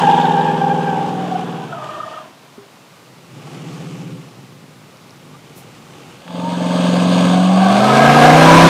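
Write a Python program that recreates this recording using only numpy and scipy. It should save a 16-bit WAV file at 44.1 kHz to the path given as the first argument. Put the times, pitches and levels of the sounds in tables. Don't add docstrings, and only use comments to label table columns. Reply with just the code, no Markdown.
import sys
import numpy as np
from scipy import signal
from scipy.fft import next_fast_len
from scipy.io import wavfile
from scipy.ndimage import uniform_filter1d

SR = 44100
rng = np.random.default_rng(int(sys.argv[2]) if len(sys.argv) > 2 else 0)


def output_pcm(signal):
    pcm = np.clip(np.atleast_2d(signal).T, -1, 1) * 32767
    wavfile.write(sys.argv[1], SR, np.round(pcm).astype(np.int16))


N = 383211


def gain_of(db):
    return 10 ** (np.asarray(db) / 20)


def evened(x):
    return x / np.sqrt(np.mean(abs(x) ** 2) + 1e-20)


def read(points, hz):
    f, value = np.transpose(points)
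    return np.interp(np.log(hz + 1), np.log(f + 1), value)


def unfold(rows):
    s, *columns = np.transpose(rows)
    t = np.arange(s[0], s[-1], 1 / SR)
    return s[0], [np.interp(t, s, c) for c in columns]


def add(mix, s, sound):
    part = mix[round(s * SR):][:len(sound)]
    part += sound[:len(part)]


def wander(count, width):
    size = next_fast_len(count)
    hz = np.fft.fftfreq(size, 1 / SR)
    bell = 1 / (1 + (2 * hz / width) ** 2)
    white = rng.standard_normal(size) + 1j * rng.standard_normal(size)
    return evened(np.fft.ifft(bell * white))[:count]


def coloured(db_field):
    a, b = rng.standard_normal(db_field.shape[::-1] + (2,)).T
    spectra = (a + 1j * b) * gain_of(db_field)
    return signal.istft(spectra, nperseg=1024, noverlap=768)[1][:N] / np.sqrt(384)


# time in seconds, cycles per second.
ENGINE_SPEED = [(0, 20.25), (1.06, 20.1), (1.5, 19.65), (1.62, 18.8), (1.93, 15.4), (2.1, 13.8),
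                (3.3, 12.2), (3.48, 13.5), (3.76, 14.95), (4.05, 15.55), (4.2, 14.8), (4.35, 13.5),
                (6.22, 21.95), (7.33, 22.5), (7.65, 23.8), (7.88, 26.6), (8.26, 30.2), (8.47, 32.7),
                (8.69, 33.9)]


def crank():
    hz = np.interp(np.arange(N + 64) / SR, *np.transpose(ENGINE_SPEED))
    return np.cumsum(hz * (1 + .0008 * wander(N + 64, 10).real)) / SR


def order_rolloff_db(hz):
    return 10 * np.log10(1 + (hz / 720) ** 16)


# time in seconds, firing tone in dB,
# all the other orders in dB (before a common 2 dB cut).
THROTTLE_PULLS = [
    [(0.0, -24, -18), (0.71, -24, -20.5), (1.02, -28, -21), (1.28, -47, -21), (1.55, -33, -24),
     (1.62, -36, -26), (1.78, -39.5, -36), (2.1, -56, -65)],
    [(3.28, -60, -58), (3.33, -59, -41), (3.65, -49, -29), (4.15, -36.5, -29), (4.27, -63, -37),
     (4.35, -55, -49)],
    [(6.24, -43, -45), (6.36, -26, -26.5), (6.88, -15, -18), (7.26, -13, -16.5), (7.61, -10.5, -23.5),
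     (7.92, -18, -15.5), (8.11, -16.5, -11.5), (8.69, -15.5, -7)],
]
# fan over the cycle in radians per order squared,
# scale of the random phase drift in radians, scale of the random swell in dB.
PULL_BEATS = [(.7, .9, 2.4), (.6, .35, 1.0), (.05, .45, 1.8)]
# multiple of the cycle rate,
# relative level in dB with the tail near, tail away, facing, side on, sweeping past.
EXHAUST_ORDERS = [(4, -35.0, -40.0, -49.0, -45.0, -25.0), (5, -31.0, -22.0, -31.0, -24.0, 0.0),
                  (6, -15.0, -17.0, -33.0, -19.0, -16.0), (7, -15.0, -7.0, -40.0, -31.0, -19.0),
                  (8, 0.0, -7.0, -7.0, 0.0, -5.0), (9, -4.0, 5.0, -6.0, -16.0, -8.0),
                  (10, -24.0, -13.0, -3.0, -21.0, -6.0), (11, -8.0, -7.0, 0.0, -12.0, -19.0),
                  (12, -3.0, -6.0, -6.0, -10.0, -23.0), (13, -10.0, -9.0, -14.0, -15.0, -16.0),
                  (14, -29.0, -24.0, -17.0, -21.0, -19.0), (15, -12.0, -7.0, -24.0, -29.0, -8.0),
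                  (16, -11.0, -12.0, -21.0, -30.0, -9.0), (17, -12.0, -14.0, -12.0, -23.0, -10.0),
                  (18, -15.0, -16.0, -12.0, -30.0, -6.0), (19, -15.0, -10.0, -9.0, -29.0, -16.0),
                  (20, -3.0, -9.0, -12.0, -24.0, -14.0), (21, -11.0, -12.0, -28.0, -31.0, -19.0),
                  (22, -10.0, -12.0, -19.0, -23.0, -15.0), (23, -13.0, -11.0, -23.0, -17.0, -12.0),
                  (24, -5.0, -13.0, -16.0, -17.0, -18.0), (25, -10.0, -10.0, -14.0, -18.0, -7.0),
                  (26, -9.0, -11.0, -27.0, -20.0, -12.0), (27, -27.0, -24.0, -22.0, -21.0, -19.0),
                  (28, -15.0, -20.0, -19.0, -16.0, -20.0), (29, -13.0, -17.0, -24.0, -22.0, -26.0),
                  (30, -18.0, -21.0, -28.0, -21.0, -5.0), (32, -25.0, -25.0, -24.0, -26.0, -25.0),
                  (33, -25.0, -25.0, -19.0, -26.0, -25.0), (34, -25.0, -25.0, -19.0, -26.0, -25.0),
                  (35, -25.0, -25.0, -22.0, -26.0, -25.0)]
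# time in seconds, colour of the roar 0-3,
# pose of the exhaust 0-4.
CAR_POSE = [(0, 0, .2), (0.9, 0, .2), (1.25, 0, 1), (2.2, 0, .7), (3.2, 1, 2.1), (4.4, 1, 2.1),
            (6.15, 1, 3), (6.3, 2, 3), (7.5, 2, 3), (7.95, 2.75, 4), (8.1, 3, 4), (8.7, 3, 4)]
FIRING_ORDER = 8
SWEEP_FAN = .17
UNEVEN_DB, UNEVEN_WIDTH_HZ = .6, 70
TWIN_ORDER, TWIN_S, TWIN_RISE_S = 18, 6.85, .25


def exhaust(rows, turns, fan, drift, swell_db):
    s, (firing_db, rest_db) = unfold(rows)
    t = s + np.arange(len(rest_db)) / SR
    when, _, poses = np.transpose(CAR_POSE)
    pose = np.interp(t, when, poses)
    cycle_hz = np.interp(t[::64], *np.transpose(ENGINE_SPEED))
    turns = turns[round(s * SR):][:len(pose)]

    levels = {}
    for k, *pose_db in EXHAUST_ORDERS:
        if round(k) != FIRING_ORDER:
            levels[round(k)] = np.interp(pose[::64], np.arange(5), pose_db) - order_rolloff_db(k * cycle_hz)
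    total = np.sqrt(sum(gain_of(db) ** 2 for k, db in levels.items() if k > FIRING_ORDER))
    uneven = gain_of(UNEVEN_DB * np.sqrt(2) * wander(len(pose), UNEVEN_WIDTH_HZ).real)
    out = gain_of(firing_db) * np.cos(2 * np.pi * FIRING_ORDER * turns + np.pi - fan * 8.5 ** 2)
    for k, db in levels.items():
        sweep = SWEEP_FAN * np.maximum(pose - 3, 0)
        lead = np.pi - fan * (k - 16.5) ** 2 - sweep * (k - FIRING_ORDER) ** 2
        twin = 1 if k > TWIN_ORDER else np.clip((t - TWIN_S) / TWIN_RISE_S, 0, 1)
        lead = lead + np.pi / 2 * (k % 2) * twin * (pose >= 3)
        sway = wander(len(db), 64 * 3)
        lead = lead + drift * np.interp(t, t[::64], sway.imag)
        size = np.repeat(gain_of(db + swell_db * sway.real) / total, 64)[:len(pose)]
        out += gain_of(rest_db - 2.0) * uneven * size * np.cos(2 * np.pi * k * turns + lead)
    return s, np.sqrt(2) * out * signal.windows.tukey(len(pose), .02)


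# start, peak
# and end in seconds, lowest patch at start and end in Hz, level at start, peak and end in dB, step up to the
# next patch in Hz, step in dB, and where overtones sound their relative level in dB (before a 4.5 dB lift).
TYRE_SQUEALS = [(0.0, 0.1, 0.34, 810, 790, -10, -8, -12, 46, -2.5, -14),
                (0.33, 0.42, 0.6, 805, 810, -14, -12, -17, 45, -3.5, -12),
                (0.6, 0.68, 0.82, 800, 800, -14, -13, -19, 45, -6, -17),
                (0.8, 0.88, 0.97, 790, 785, -19, -18, -16, 45, -4, -10),
                (0.95, 1.03, 1.28, 790, 745, -15, -17, -26, 48, -5, -25),
                (1.28, 1.39, 1.44, 735, 750, -21, -18, -25, 25, -4, -22),
                (1.46, 1.57, 1.66, 720, 745, -33, -29, -33, 45, -3, -14),
                (1.68, 1.73, 1.8, 680, 690, -34, -27, -34, 40, -5),
                (0.0, 0.4, 1.6, 1110, 1110, -35, -34, -41, 25, -1),
                (1.69, 1.74, 1.79, 1320, 1250, -36, -31, -32, 20, -5),
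                (1.78, 1.85, 2.23, 1195, 1190, -33, -31, -36, 24, -3),
                (1.82, 2.12, 2.2, 1800, 1810, -48, -43, -48, 22, -2),
                (1.76, 2.2, 2.32, 605, 625, -33, -36, -50, 25, -3),
                (6.26, 6.35, 6.42, 860, 880, -44, -35, -32, 14, -9),
                (6.41, 6.45, 6.57, 903, 955, -29, -21, -31, 12, -12),
                (6.58, 6.7, 6.75, 865, 925, -33, -26, -32, 16, -8),
                (6.8, 6.98, 7.03, 865, 905, -33, -29, -33, 20, -6),
                (7.3, 7.42, 7.5, 665, 670, -25, -18, -20, 25, 4, -16),
                (7.48, 7.62, 7.96, 650, 625, -19, -16, -11, 44, 2, -14),
                (7.59, 7.64, 7.69, 755, 755, -20, -14, -20, 10, -9),
                (7.66, 7.71, 7.76, 705, 710, -20, -15, -20, 10, -9),
                (7.95, 8.03, 8.16, 630, 660, -9, -7, -10, 36, 1.5, -19),
                (8.15, 8.28, 8.38, 720, 705, -9, -4, -11, 22, -3, -19),
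                (8.33, 8.42, 8.48, 765, 780, -14, -10, -15, 22, -2),
                (7.4, 7.55, 7.8, 1085, 1110, -32, -25, -22, 20, .1),
                (7.6, 7.65, 7.7, 1530, 1530, -32, -26, -32, 15, .1),
                (7.9, 8.32, 8.42, 1560, 1590, -21, -18, -25, 26, 1),
                (7.8, 7.91, 7.97, 1300, 1260, -22, -15, -20, 18, -6),
                (8.0, 8.13, 8.19, 1285, 1260, -19, -14, -17, 18, -6),
                (8.36, 8.4, 8.45, 965, 980, -15, -11, -13, 25, -8),
                (8.45, 8.51, 8.7, 975, 1000, -8, -4, -12, 25, -9)]
# multiple of the pitch, relative level in dB.
SLIP_OVERTONES = [(2, -3), (3, -19), (4, -22)]
KINK_DB, KINK_WIDTH_HZ = 2.5, 30
STEADY_HZ = 32


def squeal(start, peak, end, start_hz, end_hz, start_db, peak_db, end_db, step_hz, step_db, *overtones_db):
    s, (level_db,) = unfold([(start, start_db), (peak, peak_db), (end, end_db)])
    hz = np.linspace(start_hz, end_hz, len(level_db))
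    kink_db = level_db + KINK_DB * np.sqrt(2) * wander(len(hz), KINK_WIDTH_HZ).real
    out = np.zeros(len(hz))
    shares = evened(gain_of(step_db * np.arange(4))) / 2
    for patch, share in enumerate(shares):
        patch_hz = hz + step_hz * (patch + .4 * wander(len(hz), 60).real)
        angle = 2 * np.pi * np.cumsum(patch_hz) / SR
        grip = evened(abs(STEADY_HZ / step_hz + wander(len(hz), 45)) ** 0.85)
        out += share * gain_of(level_db) * grip * np.cos(angle)
        overtone_grip = evened(grip ** 1.4)
        for all_db in overtones_db:
            for k, db in SLIP_OVERTONES:
                size = share ** 2 * gain_of(kink_db + all_db + db + 4.5)
                out += size * overtone_grip * np.cos(round(k) * angle)
    return s, out * signal.windows.tukey(len(hz), .08)


# time in seconds,
# level in dB of the band from 2 to 5 kHz (before a common 26 dB lift).
ROAR_LEVEL = [(0.0, -29), (0.53, -36), (1.39, -38), (1.78, -42.5), (1.85, -40), (2.17, -43.5),
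              (2.38, -55.5), (3.25, -54.5), (3.48, -44.5), (3.55, -43), (3.64, -45.5), (3.75, -42),
              (3.84, -44), (4.01, -45), (4.2, -50), (4.66, -58), (5.87, -48.5), (6.25, -47.5),
              (6.36, -39.5), (6.75, -28.5), (7.24, -25.5), (7.5, -29), (7.99, -19.5), (8.69, -13)]
# frequency in Hz, relative density in dB per Hz.
ROAR_COLOURS = [
    [(330, -42), (560, -14.5), (709, -8), (781, -14), (976, -9), (1170, -17.5), (1380, -17.5),
     (1560, -16.5), (2040, -26.5), (3130, -20), (4080, -32), (7610, -38), (15400, -61)],
    [(330, -45), (560, -19), (815, -6.5), (976, -17.5), (1140, -9), (1720, -19), (2920, -14.5), (3860, -23),
     (7510, -25.5), (12700, -41), (15400, -52)],
    [(260, -57), (450, -9), (562, -1.5), (801, -6.5), (1140, -5.5), (1410, -13), (1650, -9.5), (1920, -18),
     (3080, -14), (3630, -14), (3950, -20), (4730, -19), (5300, -30), (6690, -23.5), (8900, -28),
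     (9940, -39.5), (15400, -51)],
    [(240, -42), (400, -51), (560, -6), (772, -4), (859, -9), (1000, -3), (1420, -12), (1610, -8),
     (1930, -16.5), (2120, -11.5), (8380, -32), (15400, -47.5)],
]
ROAR_BOOM_DB = [-13, -3, -12, -9]
# centre in Hz, width in Hz, depth in dB.
SIDE_DIPS = [(1396, 43, -18), (1885, 105, -12), (2340, 74, -4.5), (7350, 270, -10)]
PATCHY_DB, FLUTTER_DB = 1.0, .6


def roar():
    t = np.arange(N // 256 + 5) * 256 / SR
    hz = np.fft.rfftfreq(1024, 1 / SR)
    dips = sum(db * np.exp(-((hz - f) / w) ** 2) for f, w, db in SIDE_DIPS)
    shapes = np.array([read(c, hz) for c in ROAR_COLOURS]) + np.outer([0, 0, 1, 0], dips)
    low = 1 / (1 + (hz / 450) ** 6) / (1 + (125 / (hz + 1)) ** 12)
    boom = np.outer(gain_of(ROAR_BOOM_DB) ** 2, low)
    shapes = 10 * np.log10(gain_of(shapes) ** 2 * (hz > 300) + boom)
    shapes -= 10 * np.log10((gain_of(shapes[:, 46:116]) ** 2).sum(1))[:, None]
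    pose = np.interp(t, *np.transpose(CAR_POSE)[:2])
    blend = np.clip(1 - abs(pose[:, None] - np.arange(4)), 0, 1)
    colour = (blend @ shapes).T
    patches = rng.standard_normal((len(t), 513)).T
    patches = evened(uniform_filter1d(uniform_filter1d(patches, 14, 0), 12, 1))
    flutter = evened(uniform_filter1d(rng.standard_normal(len(t)), 6))
    level_db = np.interp(t, *np.transpose(ROAR_LEVEL)) + 26
    return coloured(colour + level_db + PATCHY_DB * patches + FLUTTER_DB * flutter)


GRIT_DB, GRIT_S = .8, .003


def grit():
    spits = uniform_filter1d(rng.exponential(1, N) ** 3, round(GRIT_S * SR))
    return evened(gain_of(GRIT_DB * np.minimum(evened(spits - spits.mean()), 4)))


def puffs(turns):
    slot_db = np.array([0.7, -1.5, -1.5, 0.3, -1.5, -0.8, -0.76, -1.4])
    slot = (8 * turns[:N]).astype(int) % 8
    return gain_of(uniform_filter1d(slot_db[slot], 100))


# time in seconds, level in dB.
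TREAD_RASP = [(0.0, -40), (0.18, -31.5), (0.42, -39.5), (0.55, -56), (1.05, -49)]
RASP_T60, RASP_PER_S = .016, 420


def rasp():
    s, (level_db,) = unfold(TREAD_RASP)
    count = len(level_db)
    t = np.arange(800) / SR
    kind = rng.integers(0, 12, count)
    size = gain_of(3.5 * np.minimum(rng.exponential(1, count), 4))
    snaps = (rng.random(count) < RASP_PER_S / SR) * size
    out = np.zeros(count)
    for k, hz in enumerate(np.linspace(2850, 3750, 12)):
        ring = gain_of(-60 * t / RASP_T60) * np.sin(2 * np.pi * hz * t)
        out += signal.oaconvolve(snaps * (kind == k), ring)[:count]
    return s, gain_of(level_db) * evened(out)


# start in seconds, level in dB (the peak comes out 3 dB lower), pitch in Hz.
WHEEL_CHIRPS = [(1.726, -21.5, 1420), (1.823, -20, 1225), (1.8592, -23, 1240), (1.888, -21, 1236),
                (1.9634, -22, 1180), (2.001, -16, 1247), (2.031, -17, 1235), (2.0775, -21, 1215),
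                (2.137, -24, 1284), (2.1733, -22, 1246), (5.345, -35, 1190)]


def chirps():
    out = np.zeros(N)
    t = np.arange(1800) / SR
    swell = t / 0.0056 * np.exp(1 - t / 0.0039)
    for s, db, hz in WHEEL_CHIRPS:
        add(out, s, gain_of(db) * swell * np.sin(2 * np.pi * hz * t))
    return out


# time in seconds,
# level of the thumps in dB (before a common 1 dB cut).
FAR_IDLE = [
    [(1.95, -62), (3.0, -61), (3.12, -45), (3.29, -48), (3.34, -36), (3.46, -44)],
    [(4.28, -48), (4.38, -39.5), (5.06, -47.5), (5.29, -43), (6.3, -45)],
]
# frequency in Hz, width in Hz, relative level in dB.
PIPE_RINGS = [(135, 50, 0), (165, 60, -5), (245, 70, -9), (340, 110, -10)]
IDLE_HZ, IDLE_TONE_DB = 58, -57


def idle(rows):
    s, (level_db,) = unfold(rows)
    turns = IDLE_HZ * np.arange(len(level_db)) / SR
    late = .3 * wander(len(turns), 60).real
    strength = gain_of(2.5 * rng.standard_normal(len(turns)))
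    fired = abs(np.diff(np.floor(turns + late), prepend=0)) * strength
    t = np.arange(3000) / SR
    ring = sum(gain_of(db) * np.exp(-np.pi * w * t) * np.sin(2 * np.pi * f * t) for f, w, db in PIPE_RINGS)
    thumps = signal.oaconvolve(fired, ring)[:len(turns)]
    thumps = signal.sosfilt(signal.butter(6, 118, "high", fs=SR, output="sos"), thumps)
    fade = np.clip(turns / IDLE_HZ + s - 4.7, 0, 1)
    hum = gain_of(IDLE_TONE_DB) * np.sin(2 * np.pi * turns) * fade
    return s, (gain_of(level_db - 1.0) * evened(thumps) + hum) * signal.windows.tukey(len(turns), .1)


# start in seconds, starting level in dB, pitch in Hz.
NEAR_TICKS = [(2.9781, -46, 3060), (3.3094, -41, 3000), (4.4794, -43, 3240), (4.9716, -38, 5150),
              (5.0394, -47, 3220), (5.0947, -32, 4140), (5.1076, -32, 5340), (6.2786, -27, 3260),
              (6.279, -23, 1510), (6.2827, -28, 2800)]
# time in seconds, level in dB (before a 0.5 dB lift).
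RUSTLE = [(5.54, -62), (5.578, -44), (5.65, -60)]
# frequency in Hz, starting level in dB (before a soft attack), 60 dB decay in seconds.
HOLLOW_KNOCK = [(403, -33, 0.26), (240, -26, .05)]
KNOCK_S = 2.577


def near_sounds():
    out = np.zeros(N)
    t = np.arange(9000) / SR
    for s, db, hz in NEAR_TICKS:
        add(out, s, gain_of(db - 60 * t / 0.005) * np.sin(2 * np.pi * hz * t))
    s, (level_db,) = unfold(RUSTLE)
    bright = np.diff(rng.standard_normal(len(level_db) + 1))
    hiss = evened(uniform_filter1d(bright, size=2))
    add(out, s, gain_of(level_db + 0.5) * hiss * signal.windows.tukey(len(hiss), .3))
    knock = sum(gain_of(db - 60 * t / t60) * np.sin(2 * np.pi * hz * t) for hz, db, t60 in HOLLOW_KNOCK)
    add(out, KNOCK_S, knock * np.minimum(t / 0.0028, 1))
    return out


# frequency in Hz, relative density in dB per Hz.
OPEN_AIR = [(62, -54), (105, 4), (434, -7.5), (513, -3.5), (764, -8.5), (1070, -5.5), (1650, -12.5),
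            (2260, -11), (3230, -15.5), (3580, -13), (15400, -28.5)]
AIR_DB = -46.5


def air():
    hz = np.fft.rfftfreq(1024, 1 / SR)
    wash = coloured(np.repeat(read(OPEN_AIR, hz)[:, None], N // 256 + 5, 1))
    wash = signal.sosfilt(signal.butter(6, 110, "high", fs=SR, output="sos"), wash)
    return gain_of(AIR_DB) * evened(wash)


def scene():
    turns = crank()
    mix = roar() * grit() * puffs(turns) + air() + near_sounds() + chirps()
    add(mix, *rasp())
    for rows, beat in zip(THROTTLE_PULLS, PULL_BEATS):
        add(mix, *exhaust(rows, turns, *beat))
    for rows in FAR_IDLE:
        add(mix, *idle(rows))
    for row in TYRE_SQUEALS:
        add(mix, *squeal(*row))
    return mix[None]


EDGE_HZ = 15600


def record(dry):
    thin = signal.sosfilt(signal.butter(2, 75, "high", fs=SR, output="sos"), dry)
    band_limit = signal.firwin(511, EDGE_HZ, window=("kaiser", 9), fs=SR)
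    return signal.oaconvolve(np.clip(thin, -1, 1), band_limit[None], "same")


dry = scene()
out = record(dry)
output_pcm(out)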